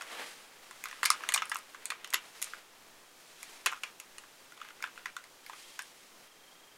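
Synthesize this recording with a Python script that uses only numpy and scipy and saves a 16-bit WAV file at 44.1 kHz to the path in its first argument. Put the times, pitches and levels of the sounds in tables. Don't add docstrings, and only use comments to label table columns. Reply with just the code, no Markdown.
import sys
import numpy as np
from scipy import signal
from scipy.fft import rfft, irfft
from scipy.io import wavfile

SR = 44100
rng = np.random.default_rng(int(sys.argv[2]) if len(sys.argv) > 2 else 0)


def dump_mix(stems):
    frames = np.atleast_2d(stems).T
    limited = np.clip(frames, -1, 1)
    pcm = np.round(limited * 32767).astype(np.int16)
    wavfile.write(sys.argv[1], SR, pcm)


N = 298557

# t/s, body level/dB, tick level/dB, loose brick f/Hz, chatter decay/ms
KNOCKS = [(0.0094, -28.5, -42, 1400, 3.4), (0.0202, -36, -40, 1900, 2.1), (0.7098, -36, -44.5, 1580, 2.6),
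          (0.839, -29, -34, 2420, 1.4), (0.8558, -28, -38, 1440, 2), (0.885, -40, -43.5, 1920, 1.9),
          (0.9113, -32, -46, 1700, 1.9), (0.9278, -31.5, -57, 2007, 1.1), (1.0306, -16, -28.5, 1816, 1.9),
          (1.0405, -25.5, -29, 1270, 2.4), (1.0528, -20.5, -20, 2240, 5.7), (1.057, -15, -19.5, 2440, 1.5),
          (1.1025, -11, -13.5, 1260, 1.4), (1.1332, -29.5, -55, 1440, 1.9), (1.206, -33, -56, 1120, 1.7),
          (1.2358, -26, -44.5, 1170, 2.1), (1.289, -19.5, -25.5, 2270, 3.1), (1.302, -38, -44, 1520, 1.9),
          (1.3213, -24.5, -32, 1970, 2.5), (1.3389, -21.5, -18, 2410, 3.8), (1.3444, -18, -20.5, 2440, 2),
          (1.3601, -20, -29, 1100, 1.4), (1.376, -17.5, -34, 3030, 3.3), (1.4205, -19, -39, 1304, 1.3),
          (1.4547, -47, -39.5, 1970, 2.1), (1.4959, -40, -32.5, 1130, 1.9), (1.516, -18, -36.5, 1600, 2.7),
          (1.5454, -44, -36, 2130, 1.7), (1.5562, -22, -39.5, 1256, 1.6), (1.5673, -54, -36.5, 1320, 2.1),
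          (1.5864, -47, -42.5, 1650, 1.9), (1.7456, -32.5, -53, 1320, 2.3), (1.8554, -37, -28, 3450, 1.6),
          (1.9024, -22.5, -31, 2520, 4), (1.9192, -25, -49, 1310, 1.9), (2.0447, -29, -39, 2940, 3.5),
          (2.0742, -41, -45, 1360, 1.9), (2.1036, -46, -40, 3670, 2.1), (2.1276, -28, -43, 2080, 1.9),
          (2.136, -20, -25.5, 2019, 2.6), (2.142, -15, -20.5, 2800, 2.5), (2.1562, -25, -40, 2780, 2.2),
          (2.4167, -31, -32, 3330, 3.3), (2.425, -26.5, -22.5, 3860, 2.6), (2.4427, -51, -33, 3700, 1.9),
          (2.5342, -28, -51, 1330, 1.5), (3.4294, -35, -38, 2400, 1.5), (3.6599, -17, -21, 1930, 3.2),
          (3.6636, -16, -43, 2496, 1.7), (3.67, -16, -35, 2700, 1.1), (3.7172, -35, -45, 1130, 3.3),
          (3.7237, -25, -51, 1200, 2.4), (3.7315, -27, -49, 1110, 2.6), (3.8337, -26.5, -38.5, 2870, 1.3),
          (3.8354, -24.5, -38.5, 2500, 3.8), (3.9994, -36, -37.5, 2560, 2.3),
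          (4.1819, -35, -37.5, 2700, 2.4), (4.2364, -42.5, -58, 1150, 2.4), (4.5211, -39.5, -52, 1430, 1.6),
          (4.575, -42, -56, 1490, 1.9), (4.6138, -30, -52, 1290, 2.7), (4.6488, -41, -55, 1390, 2.1),
          (4.6868, -40.5, -52.5, 1970, 2.1), (4.7038, -39, -58, 1400, 1.9), (4.8042, -40, -58, 1390, 1.9),
          (4.8244, -26.5, -37.5, 2270, 1.9), (4.8391, -20.5, -46, 1280, 1.7), (4.9576, -47, -59, 1960, 1.9),
          (4.9755, -34.5, -58, 1370, 0.86), (5.0574, -23.5, -40.5, 1988, 2.5),
          (5.1654, -26, -40, 1430, 1.9), (5.2398, -42.5, -48, 2090, 1.9), (5.463, -38, -44, 2340, 3.8),
          (5.4964, -28.5, -48, 1030, 1.1), (5.5314, -33.5, -65, 1370, 1.9), (5.7912, -24.5, -36, 1597, 1.9),
          (5.8008, -43, -58, 1510, 1.9), (5.821, -54, -40, 1320, 1.9)]
# f/Hz, bandwidth/Hz, level/dB
SHELL_MODES = [(1040, 224, -8), (1226, 125, -12), (1255, 180, -6), (1566, 325, -3)]
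BEAM_MODES = [(1816, 220, -49), (2011, 140, -6.3), (2484, 330, -1.5), (2630, 780, 8.5), (2710, 440, 3),
              (3480, 144, -12.5), (3540, 210, -15)]
STUD_MODES = [(4460, 1280, -1.4), (5570, 1370, -0.059), (7130, 1270, -0.16)]


def from_db(db):
    return 10 ** (np.asarray(db) / 20)


def unit_rms(x):
    return x / np.sqrt(np.mean(x ** 2) + 1e-20)


def at_hz(points, hz):
    points_hz, values = np.transpose(points)
    return np.interp(np.log(hz), np.log(points_hz), values)


def coloured(white, spectrum):
    hz = np.maximum(np.fft.rfftfreq(len(white), 1 / SR), 10)
    return unit_rms(irfft(rfft(white) * from_db(at_hz(spectrum, hz)), len(white)))


def drift(rate_hz):
    r = np.exp(-2 * np.pi * rate_hz / SR)
    return unit_rms(signal.lfilter([1], [1, -2 * r, r * r], rng.standard_normal(N + SR))[SR:])


def swells(rows):
    t = np.arange(N) / SR
    return sum(from_db(db) * np.cos(np.pi * np.clip((t - middle_s) / length_s, -.5, .5))
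               for middle_s, length_s, db in rows)


def finger_rub():
    # t/s, level/dB, treble gain/dB
    slides = [(0, -47, -6.5), (.07, -49.5, -3.5), (.14, -40.5, -5), (.23, -41, -6.5), (.3, -51.5, 1),
              (.5, -57.5, -3), (.95, -57, 1.5), (1.25, -48, -5.5), (1.62, -58.5, -0.5), (2.08, -54.5, -12),
              (2.3, -56.5, 0.3), (2.5, -53.5, 4.5), (2.75, -62.5, -14), (3.27, -67, 6.5), (3.5, -54.5, 1),
              (3.95, -65, 0.5), (4.5, -64, 2), (4.65, -57, -5), (5.35, -66, -1), (5.62, -63.5, 10),
              (6.77, -67.5, -7)]
    # f/Hz, level/dB
    spectrum = [(120, -43), (200, -14), (330, -11.5), (479, -4.5), (554, -7), (812, -5), (890, -5),
                (1510, -4.5), (1910, -2.5), (10200, -13), (15500, -26)]
    times_s, *curves = np.transpose(slides)
    rub_db, treble_db = [np.interp(np.arange(N) / SR, times_s, curve) for curve in curves]
    grains = rng.standard_normal(N) * from_db(1.2 * np.minimum(rng.exponential(1, N), 5))
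    rub = coloured(grains, spectrum) * from_db(1.8 * drift(25))
    dull = signal.sosfilt(signal.butter(2, 3800, fs=SR, output="sos"), rub)
    return from_db(rub_db) * (dull + from_db(treble_db) * (rub - dull))


def room_hiss():
    # f/Hz, level/dB
    spectrum = [(7.1, 15.5), (12, 6), (19, -49), (32, -29), (65, -14.5), (150, -8), (369, -2), (514, -2.5),
                (759, -3), (1120, -3.5), (1610, -5), (3030, -8), (6410, -9.5), (15800, -17.5)]
    return from_db(-58.5 + 0.76 * drift(4.5)) * coloured(rng.standard_normal(N), spectrum)


def cricket():
    # middle t/s, length/s, level/dB
    trills = [(.1, .8, -74), (5.68, .5, -70), (6.55, .7, -72)]
    wing_hz, pulse_hz, first_pulse_s, rest_db = 3210, 25.05, 0.015, -77
    t = np.arange(N) / SR
    pulses = np.maximum(np.cos(2 * np.pi * pulse_hz * (t - first_pulse_s)), 0) ** 0.45
    tone = np.sin(2 * np.pi * wing_hz * t + 1.8 * drift(25))
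    return (from_db(rest_db) + swells(trills)) * from_db(2.0 * drift(24)) * unit_rms(pulses * tone)


def struck(modes, t, spread_db, detune):
    hz, width_hz, level_db = np.transpose(modes)[:, :, None]
    pitch_draw, level_draw = rng.standard_normal((2, len(modes), 1))
    rings = np.sin(2 * np.pi * hz * (1 + detune * pitch_draw) * t) * np.exp(-np.pi * width_hz * t)
    signs = (-1) ** np.arange(len(modes))[:, None]
    sound = np.sum(signs * from_db(level_db + spread_db * level_draw) * rings, axis=0)
    return sound / np.sqrt(np.sum(sound ** 2) * 2 * np.pi * np.mean(width_hz) / SR)


def shares_db(lean_db):
    second = 1 / (1 + from_db(-2 * lean_db))
    return 10 * np.log10([1 - second + 1e-9, second])


def chatter(t, decay_ms):
    graze_s, firm_touch_s = 0.00078, 0.0007
    contacts = rng.standard_normal(len(t)) * (rng.random(len(t)) < .2)
    contacts *= np.clip(t / graze_s, .3, 1) * np.exp(-t * 1000 / max(decay_ms, .2))
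    contacts[round(firm_touch_s * SR)] = 1.67
    return contacts


def knocks():
    # f/Hz, bandwidth/Hz, level/dB
    edge_modes = [(8720, 1100, -3.5), (9370, 2200, -1.5), (10960, 950, -9.5), (11950, 1950, -6.5),
                  (12900, 2300, -13.5), (16100, 2700, -20)]
    split_hz, lean_db_per_octave, crest_db, even_tick_db = 1710, 14.5, 11.5, -4
    out, t = np.zeros((2, N + SR)), np.arange(round(.06 * SR)) / SR
    for start_s, body_db, tick_db, brick_hz, chatter_ms in KNOCKS:
        contacts = chatter(t, chatter_ms)
        brick = [(brick_hz, 230, 3.0)]
        if brick_hz < BEAM_MODES[0][0]:
            shell, beams = sorted(SHELL_MODES + brick), BEAM_MODES
        else:
            shell, beams = SHELL_MODES, sorted(BEAM_MODES + brick)
        shell_db, beams_db = body_db + shares_db(lean_db_per_octave * np.log2(brick_hz / split_hz))
        studs_db, edges_db = tick_db + crest_db + shares_db(0.42 * (tick_db - body_db - even_tick_db))
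        at = round(start_s * SR)
        for part_db, ring in ((shell_db, struck(shell, t, spread_db=4.5, detune=0.0087)),
                              (beams_db, struck(beams, t, spread_db=2.0, detune=0.035)),
                              (studs_db, struck(STUD_MODES, t, spread_db=2.5, detune=0.025)),
                              (edges_db, struck(edge_modes, t, spread_db=7.5, detune=0.027))):
            hit = signal.fftconvolve(contacts, ring)[:len(t)]
            hit *= np.sqrt(np.sum(ring ** 2) / np.sum(hit ** 2 + 1e-18))
            out[:, at:at + len(t)] += from_db(part_db) * np.array([hit, ring])
    return signal.sosfilt(signal.butter(4, 880, "high", fs=SR, output="sos"), out[:, :N])


def joint_shake():
    # middle t/s, length/s, level/dB
    creaks = [(.88, 0.082, -51), (.98, 0.17, -57.5), (1.16, .1, -60), (1.24, 0.079, -58), (2.5, 0.17, -60),
              (3.76, 0.061, -56), (3.88, 0.062, -56), (4.63, 0.15, -58), (5.0, 0.11, -57.5),
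              (5.55, .15, -64)]
    rest_db, shaken_db, settle_s = -78, -25, 0.013
    blows = np.zeros(N)
    for start_s, body_db, *_ in KNOCKS:
        blows[round(start_s * SR)] = from_db(2 * (body_db + shaken_db))
    power = signal.lfilter([1], [1, -np.exp(-1 / (settle_s * SR))], blows + 1e-18)
    return np.sqrt(power + swells(creaks) ** 2 + from_db(2 * rest_db))


def joint_rattle():
    ticks_per_s, tilt_db_per_octave = 1300, -6.0
    ticks = (rng.random(N) < ticks_per_s / SR) * rng.standard_normal(N)
    ticks *= from_db(2.4 * np.minimum(rng.exponential(1, N), 5))
    out = 0
    for hz, width_hz, level_db in SHELL_MODES[1:] + BEAM_MODES + STUD_MODES:
        r, w = np.exp(-np.pi * width_hz / SR), 2 * np.pi * hz / SR
        drive = ticks * rng.standard_normal(N)
        gain = from_db(level_db + tilt_db_per_octave * np.log2(hz / 1500))
        out = out + gain * signal.lfilter([1, 0, -1], [1, -2 * r * np.cos(w), r * r], drive + 1e-18)
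    return joint_shake() * unit_rms(out)


def recoil_thumps():
    # t/s, peak level/dB, f/Hz
    recoils = [(0.837, -54, 441), (1.029, -41.5, 468), (1.1, -51, 340), (1.901, -52, 377),
               (2.136, -50, 474), (2.144, -43.5, 430), (3.662, -42, 465), (3.672, -44, 452),
               (3.835, -50, 560)]
    width_hz = 270
    out, t = np.zeros(N + SR), np.arange(round(.06 * SR)) / SR
    window = np.sin(np.pi * np.clip(t * width_hz / 2, 0, 1)) ** 2
    for start_s, peak_db, hz in recoils:
        at = round(start_s * SR)
        out[at:at + len(t)] += from_db(peak_db) * np.sin(2 * np.pi * hz * t) * window
    return out[:N]


def room_reverb(x):
    # f/Hz, T60/s
    decay_times = [(300, 0.13), (1300, 0.15), (3500, 0.15), (9000, 0.099), (15000, 0.017)]
    build_up_s = 0.0066
    t = np.arange(round(.35 * SR)) / SR
    edges_hz, tail = 250 * 2 ** np.arange(0, 6.1, .5), 0
    for low_hz, high_hz in zip(edges_hz, edges_hz[1:]):
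        bandpass = signal.butter(2, [low_hz, high_hz], "band", fs=SR, output="sos")
        band = signal.sosfilt(bandpass, rng.standard_normal(len(t)))
        t60_s = at_hz(decay_times, np.sqrt(low_hz * high_hz))
        tail = tail + band * from_db(-60 * t / t60_s)
    tail *= np.clip(t / build_up_s, 0, 1)
    return signal.fftconvolve(x, tail / np.sqrt(np.sum(tail ** 2)))[:N]


def scene():
    near, to_walls = knocks() + recoil_thumps()
    joints = joint_rattle()
    hiss = room_hiss()
    reflections = from_db(-10.5) * room_reverb(to_walls + joints)
    return (near + joints + reflections + finger_rub() + cricket() + hiss)[None]


def record(dry):
    stop_db, stop_hz = 70, 17000
    return signal.sosfilt(signal.cheby2(12, stop_db, stop_hz, fs=SR, output="sos"), dry)


dry = scene()
out = record(dry)
dump_mix(out)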